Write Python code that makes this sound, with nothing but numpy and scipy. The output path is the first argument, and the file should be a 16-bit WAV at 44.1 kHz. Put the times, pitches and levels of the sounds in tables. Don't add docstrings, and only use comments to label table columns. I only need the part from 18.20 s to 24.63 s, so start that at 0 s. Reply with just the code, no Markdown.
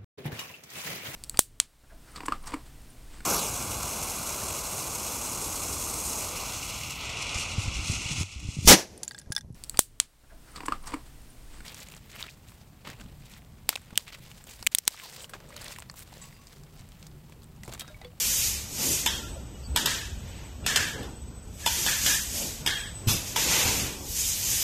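import sys
import numpy as np
from scipy import signal
from scipy.io import wavfile
from scipy.ndimage import uniform_filter1d

SR = 44100
rng = np.random.default_rng(int(sys.argv[2]) if len(sys.argv) > 2 else 0)


def put_to_file(sound):
    columns = np.atleast_2d(sound).T
    safe = np.clip(columns, -1, 1)
    whole_steps = np.round(safe * 32767)
    wavfile.write(sys.argv[1], SR, whole_steps.astype(np.int16))


def invert_db(x):
    u = np.asarray(x, float) / 20
    return 10 ** u


N = 283546
TIME = np.arange(N) / SR
COARSE = np.arange(0, N + 64, 64)


def rms_one(x):
    return x / np.sqrt(np.mean(x ** 2) + 1e-20)


def fine(slow):
    return np.interp(np.arange(N), COARSE, slow)


def in_time(rows):
    s, level = np.transpose(rows)
    return np.interp(COARSE / SR, s, level)


def drift(rate_hz):
    r = np.exp(-128 * np.pi * rate_hz / SR)
    settle = 1500
    white = rng.standard_normal(len(COARSE) + settle)
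    return rms_one(signal.lfilter([1], [1, -2 * r, r * r], white)[settle:])


def strokes(start, end, rise_db_per_s, fall_db_per_s):
    s = COARSE / SR
    climb = np.maximum(start[:, None] - s, 0) * rise_db_per_s
    fall = np.maximum(s - end[:, None], 0) * fall_db_per_s
    return -climb - fall


def dying(s, t60, rise_s):
    out, start = np.zeros(N), round(s * SR)
    age = TIME[:min(N - start, round(t60 * SR))]
    out[start:start + len(age)] = (1 - np.exp(-age / rise_s)) * invert_db(-60 * age / t60)
    return out


def ring(x, modes):
    out = 0
    for hz, db, t60 in modes:
        r, w = invert_db(-60 / (t60 * SR)), 2 * np.pi * hz / SR
        poles = [1, -2 * r * np.cos(w), r * r]
        out = out + invert_db(db) * signal.lfilter([0, np.sin(w)], poles, x + 1e-18)
    return out


def resonance(x, hz, width_hz):
    r = np.exp(-np.pi * width_hz / SR)
    poles = [1, -2 * r * np.cos(2 * np.pi * hz / SR), r * r]
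    return signal.lfilter([(1 - r * r) / 2, 0, (r * r - 1) / 2], poles, x)


def sung(peaks):
    air = rng.standard_normal(N)
    return rms_one(sum(invert_db(db) * resonance(air, hz, width) for hz, width, db in peaks))


def turbulence(spectrum, patchy_db, rate_hz, db=0, low_db=0, knee_hz=4000):
    hz, shape_db = np.transpose(spectrum)
    thirds = np.arange(3 * np.log2(hz[-1] / hz[0]) + 1)
    edges = hz[0] * 2 ** (thirds / 3)
    white = rng.standard_normal((2, N))
    together = drift(rate_hz / 3)
    out, power = 0, 0
    for k, (low, high) in enumerate(zip(edges, edges[1:])):
        band_filter = signal.butter(2, [low, high], "band", fs=SR, output="sos")
        band = signal.sosfilt(band_filter, white[k % 2])
        centre = np.sqrt(low * high)
        level_db = np.interp(np.log(centre), np.log(hz), shape_db)
        power += invert_db(2 * level_db) * (high - low) * 2.2 / SR
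        share = 1 / (1 + (centre / knee_hz) ** 2)
        flicker_db = patchy_db * (0.5 * together + drift(rate_hz))
        out = out + fine(invert_db(db + level_db + flicker_db + share * low_db)) * band
    return out / np.sqrt(power)


def nozzles():
    # fully open in seconds, shuts in seconds, opening time in seconds, jet level in dB,
    # fullness of the lower half in dB.
    bursts = [(0.0, 0.255, .05, -24.5, -1), (0.635, 0.733, .16, -24.5, 0), (3.332, 3.332, .02, -58, 5),
              (3.407, 3.46, .05, -47, 20), (3.462, 3.645, 0.0085, -30, 4), (3.67, 3.69, 0.23, -27, 1),
              (3.87, 3.902, 0.21, -24.5, 3.5), (3.946, 3.96, .05, -29.5, -10.5),
              (4.165, 4.217, 0.15, -29.5, -1), (4.958, 4.958, 0.055, -34.5, 4),
              (5.078, 5.076, 0.15, -36.5, 6), (5.164, 5.247, .01, -28.5, 11),
              (5.324, 5.416, 0.17, -26.5, 16.5), (5.475, 5.572, .1, -28.5, 9), (5.989, 6.084, 0.2, -25, -5),
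              (6.298, 6.43, 0.35, -24.5, -0.5)]
    # frequency in Hz, level in dB per Hz.
    jet = [(290, -51), (500, -14), (662, -30), (762, -18.5), (1010, -18), (1140, -19.5), (1920, -13),
           (2410, -7), (3420, -6.5), (3720, -8), (6610, 0.5), (9930, -8.5), (13500, -5), (14300, 6)]
    opening_db, bleed_db_per_s = 21, 86.5
    lows_linger = 0.59
    full, shut, opening_s, db, low_db = np.transpose(bursts)
    stroke_db = strokes(full, shut, opening_db / opening_s[:, None], bleed_db_per_s)
    jets = invert_db(2 * (db[:, None] + stroke_db)) + 1e-20
    bleed_db = strokes(full, shut, 0, bleed_db_per_s)
    lows = low_db[:, None] + np.minimum(-lows_linger * bleed_db, 14)
    total = jets.sum(axis=0)
    fullness_db = (jets * lows).sum(axis=0) / total
    return turbulence(jet, 1.0, 15, db=10 * np.log10(total), low_db=fullness_db, knee_hz=3400)


def hall_sounds():
    # up to speed in seconds, stops in seconds, rumble in dB, hum in dB.
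    moves = [(0.604, 0.705, -38, -48), (0.92, 1.125, -43.5, -39), (1.206, 1.23, -47, -38),
             (1.493, 1.51, -48.5, -35.5), (1.606, 1.647, -37, -42), (1.946, 2.005, -52, -36),
             (2.447, 2.44, -42, -36), (2.544, 2.597, -39, -36.5), (2.767, 2.85, -41.5, -41),
             (3.048, 3.095, -52, -38), (3.65, 3.657, -40, -43), (3.877, 3.91, -41, -41),
             (4.166, 4.25, -42, -44), (4.44, 4.447, -43, -43), (4.905, 4.93, -37.5, -38),
             (5.214, 5.38, -38, -39), (5.464, 5.666, -37.5, -37), (5.75, 5.807, -42.5, -41),
             (6.305, 6.333, -47.5, -37.5)]
    # frequency in Hz, level in dB per Hz.
    rumble_colour = [(76, -19), (130, 2), (401, -3.5), (550, -8.5), (703, -13), (918, -10), (1160, -17.5),
                     (1500, -15), (1950, -47), (3300, -120)]
    hum_colour = [(12, -42), (20, -14.5), (59, 1.5), (76, -1), (96, -5.5), (119, -3.5), (150, -17.5),
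                  (200, -8.5), (260, -33), (440, -120)]
    far_colour = [(290, -24), (500, -0.5), (1160, -12), (3520, -7.5), (4220, -12.5), (7500, -8), (7930, -2),
                  (8270, -20.5), (8750, -43), (10700, -30), (12600, -16.5), (14300, -19)]
    # time in seconds, level in dB.
    load = [(0, -54), (1.05, -51), (1.4, -56), (1.55, -57), (1.85, -53), (2.1, -58), (2.5, -53), (3.3, -55),
            (3.9, -46), (4.1, -45), (4.44, -48), (4.5, -54), (4.58, -46), (4.84, -45), (4.95, -56),
            (6.43, -51)]
    # time in seconds, level in dB.
    bustle = [
        (0, -1),
        (1.3, 1),
        (1.8, 1),
        (2.08, 4.5),
        (2.45, 0.5),
        (2.9, -1),
        (3.2, -3),
        (4.5, 4.5),
        (6.43, 2),
    ]
    far_db, idle_rumble_db, idle_hum_db = -55, -50.5, -41.5
    start_db_per_s, coast_db_per_s = 119, 72
    start, end, rumble_db, hum_db = np.transpose(moves)
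    shape_db = strokes(start, end, start_db_per_s, coast_db_per_s)
    rumble_db = np.maximum((rumble_db[:, None] + shape_db).max(axis=0), idle_rumble_db)
    hum_db = np.maximum((hum_db[:, None] + shape_db).max(axis=0), idle_hum_db)
    whine_level = fine(invert_db(in_time(load) + 4.1 * drift(22)))
    whine = whine_level * np.sin(2 * np.pi * 8005 * TIME + fine(1.1 * drift(8.0)))
    rumble = turbulence(rumble_colour, 1.76, 12.0, db=rumble_db)
    hum = turbulence(hum_colour, 0.75, 3.5, db=hum_db)
    far_hiss = turbulence(far_colour, 0.68, 9.8, db=far_db + in_time(bustle))
    return rumble + hum + whine + far_hiss


def squeaks():
    # start in seconds, length in seconds, frequency in Hz, width in Hz, level in dB.
    held_sounds = [(1.424, .056, 4610, 210, -46.5), (.961, .141, 1381, 19, -49), (1.331, .061, 2905, 41, -57),
                   (1.171, .041, 1382, 42, -55.5), (3.421, .043, 1705, 105, -41), (3.981, .015, 1755, 155, -36),
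                   (1.7, .039, 1910, 1810, -41.5), (2.431, .036, 2800, 1510, -44.5), (1.101, .121, 580, 200, -47),
                   (4.101, .221, 593, 130, -45), (2.741, .161, 410, 170, -45), (3.001, .071, 107, 16, -37),
                   (4.901, .08, 5010, 140, -41), (1.951, .451, 2000, 2600, -53), (5.171, .49, 840, 505, -38.5),
                   (.551, .271, 285, 202, -39)]
    air, out = rng.standard_normal(SR), np.zeros(N)
    for s, length, hz, width, db in held_sounds:
        start, count = round(s * SR), round(length * SR)
        held = resonance(resonance(air, hz, width), hz, width)[-count:]
        out[start:start + count] += invert_db(db) * np.hanning(count) * rms_one(held)
    return out


def valves():
    # snap in seconds, peak in dB, housing knock in dB, vented puff in dB,
    # lean to the plunger's deep modes in dB.
    snaps = [(0.8618, -4, -19.5, -24.5, -0.5), (1.5613, -5, -18, -20, 0.5), (1.6584, -6.5, -24, -20, -5),
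             (2.464, -10, -42, -14, 0), (2.5603, -4, -30, -24, -1.5), (2.831, -34, -21, -31, 5),
             (3.462, -8.5, -10.5, -21, 3), (3.6635, -10, -20, -15, 3), (3.8623, -10, -36, -17, 3),
             (4.4627, -10.5, -21, -18, 6), (5.1606, -13.5, -8, -17.5, 1.5)]
    # frequency in Hz, level in dB, t60 in seconds.
    valve_modes = [(2600, -34, 0.026), (3026, -9, 0.042), (3278, -.5, 0.021), (3518, -1.5, 0.025),
                   (4130, -4.5, .015), (5065, -4.5, 0.029), (5230, -5, 0.026), (6330, -10.5, 0.018),
                   (6900, -9, 0.024), (8000, -3, 0.02), (8920, -9, 0.015), (11250, -2.5, 0.0069),
                   (12900, -1.5, 0.0097)]
    housing_modes = [(903, -0.5, 0.1), (959, 0.5, 0.09)]
    # frequency in Hz, level in dB per Hz.
    puff_colour = [(240, -30), (400, -18), (1430, -6), (1790, 0.5), (2200, -6.5), (3020, 1), (4650, -5.5),
                   (5090, -3), (6770, -3.5), (9690, -12.5), (10400, -21.5), (14300, -12)]
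    chatter_t60_s, puff_t60_s = 0.019, 0.64
    bounce_s, bounce_db = .0105, -10.5
    grit = rng.standard_normal(N) * invert_db(1.23 * rng.exponential(1, N)) * (rng.random(N) < 9000 / SR)
    deep = np.array(valve_modes)[:, 0] < 3800
    chance_db = 1.1 * rng.standard_normal((len(snaps), len(valve_modes)))
    luck = invert_db(chance_db + np.array(snaps)[:, -1:] * deep)
    chatter, knock, puff = [], np.zeros(N), np.zeros(N)
    for s, db, knock_db, puff_db, lean_db in snaps:
        landing = invert_db(db) * dying(s - .001, chatter_t60_s, .0012)
        bounce = invert_db(db + bounce_db + lean_db) * dying(s + bounce_s, .022, .0008)
        chatter.append(landing + bounce)
        knock[round((s + .002) * SR)] = invert_db(db + knock_db)
        puff += invert_db(db + puff_db) * dying(s, puff_t60_s, 0.0053)
    hiss = turbulence(puff_colour, 1.6, 34)
    metal = sum(ring(blow * grit, [mode]) for blow, mode in zip(luck.T @ chatter, valve_modes))
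    clack = invert_db(-18.5) * metal + invert_db(-9.0) * sum(chatter) * hiss
    return clack + invert_db(-5.0) * ring(knock, housing_modes), puff * hiss


def pipes():
    # start in seconds, long pipe in dB, short pipe in dB, fall in dB per second,
    # port shuts in seconds.
    singing = [
        (.865, -50.5, -31, -100, 0.98),
        (1.565, -49, -43, -90, 1.3),
        (1.662, -36, -50, -62, 1.87),
        (2.466, -32, -49, -42, 2.63),
        (2.565, -32, -48, -60, 2.83),
        (3.465, -49, -39, -55, 3.9),
        (3.666, -31.5, -45, -77, 3.8),
        (3.866, -31, -37, -34, 3.96),
        (4.465, -30, -31.5, -66, 4.68),
    ]
    # frequency in Hz, width in Hz, level in dB.
    long_pipe = [(1690, 130, 1), (1747, 150, 2.5), (2140, 600, -5.5)]
    short_pipe = [(3270, 130, 4), (3640, 100, -8.5)]
    long, short = np.zeros((2, N))
    for s, long_db, short_db, fall_db, shut in singing:
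        closing = invert_db(-200 * np.maximum(TIME - shut, 0))
        flow = dying(s, -60 / min(fall_db, -20), 0.0067) * closing
        long += invert_db(long_db) * flow
        short += invert_db(short_db) * flow
    return long * sung(long_pipe) + short * sung(short_pipe)


def thuds():
    # time in seconds, peak in dB.
    hits = [
        (4.872, -15.5),
        (4.881, -20),
        (2.436, -29),
        (1.537, -31),
        (5.455, -23),
        (6.2, -32.5),
    ]
    # frequency in Hz, level in dB, t60 in seconds.
    frame_modes = [(105.5, -0.5, 0.19), (126, -5, .15), (218, -10.5, 0.13)]
    blows = np.zeros(N)
    for s, db in hits:
        blows[round(s * SR)] = invert_db(db)
    return ring(blows, frame_modes) * invert_db(-3)


def dump():
    blast = (4.871, -15.3, 0.03, 0.33)
    # frequency in Hz, level in dB per Hz.
    blast_colour = [(410, -54), (700, -27), (825, -13), (912, -11), (1020, -8), (2070, -18), (2570, -5),
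                    (3180, -7.5), (3480, -4.5), (4370, -7), (4590, -10.5), (4950, -2), (9790, -10),
                    (13100, -8), (14300, -9)]
    # frequency in Hz, width in Hz, level in dB.
    muffler = [(2640, 150, -1.5), (3510, 73, 2), (4300, 80, -5), (5020, 120, 1), (5880, 300, -4)]
    s, db, rise_s, t60 = blast
    air = turbulence(blast_colour, 1.9, 45) + invert_db(-4) * sung(muffler)
    return invert_db(db) * dying(s, t60, rise_s) * air


def workshop(x):
    room_t60_s, build_up_s = 0.77, 0.013
    age = TIME[:SR]
    echo = rng.standard_normal(SR) * invert_db(-60 * age / room_t60_s) * np.clip(age / build_up_s, 0, 1)
    echo = signal.lfilter([1], [1, -.3], echo)
    return signal.fftconvolve(x, echo / np.sqrt(np.sum(echo ** 2)))[:N]


def scene():
    clacks, puffs = valves()
    near = clacks + thuds()
    air = puffs + pipes() + dump() + nozzles()
    mono = near + invert_db(-13.5) * workshop(near) + air + squeaks() + hall_sounds()
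    return np.array([mono, mono])


def masking_gate(x, mask_db, high_mask_db, quiet_db, zero_db):
    hz, _, frames = signal.stft(x, SR, nperseg=1024)
    lines = np.abs(frames) ** 2
    power = uniform_filter1d(uniform_filter1d(lines, size=3, axis=0), size=4, axis=1)[1::3, 1::2]
    level = 10 * np.log10(power + 1e-20)
    around = uniform_filter1d(level, size=15, axis=0)
    band_hz = hz[1::3, None]
    margin = np.where(band_hz > 8300, high_mask_db, mask_db - 2 * (band_hz > 5200))
    masked = (band_hz > 2000) & (level < around + margin)
    faint = (band_hz > 8300) & (level < quiet_db)
    keep = np.repeat(np.repeat(~(masked | faint), 3, axis=0), 2, axis=1)
    keep = np.pad(keep, [(0, 3), (0, 2)], mode="edge")[:len(hz), :frames.shape[1]]
    keep = keep & (hz[:, None] < 14200)
    treble = np.log10(lines[hz > 1000].sum(axis=0) + 1e-20)
    steady = np.abs(np.gradient(treble)) < .2
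    weak = lines < invert_db(2 * zero_db) * uniform_filter1d(lines, size=15, axis=0)
    weak = weak & steady & (hz[:, None] > 900)
    return signal.istft(frames * (keep & ~weak), SR, nperseg=1024)[1][:N]


def split_bands(x):
    # centre in seconds, low edge in Hz,
    # high edge in Hz, level in dB.
    splits = [
        (.072, 7500, 9000, 1),
        (.72, 6300, 7700, 3),
        (.72, 8200, 9700, 0),
        (.72, 11600, 13300, 0),
        (.952, 11000, 12500, 1),
        (3.787, 6900, 9000, 1),
        (3.787, 9600, 11200, 0),
        (4.228, 8200, 11200, 1),
        (5.575, 5600, 7000, 0),
    ]
    side = np.zeros(N)
    for s, low_hz, high_hz, db in splits:
        frame = slice(round(s * SR) - 1024, round(s * SR) + 1024)
        band_filter = signal.butter(10, [low_hz, high_hz], "band", fs=SR, output="sos")
        band = signal.sosfilt(band_filter, x[frame][::-1])
        side[frame] += invert_db(db - 1.5) * np.hanning(2048) ** 2 * band
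    return side


def low_pass(x):
    return signal.sosfilt(signal.butter(12, 15280, fs=SR, output="sos"), x)


def record(dry):
    rounded = .75 * np.tanh(dry[0] / .75)
    thin = masking_gate(rounded, mask_db=-2.6, high_mask_db=-1.5, quiet_db=-93.5, zero_db=-3.5)
    mix = thin + split_bands(thin) * [[1], [-1]]
    return low_pass(mix)


dry = scene()
out = record(dry)
put_to_file(out)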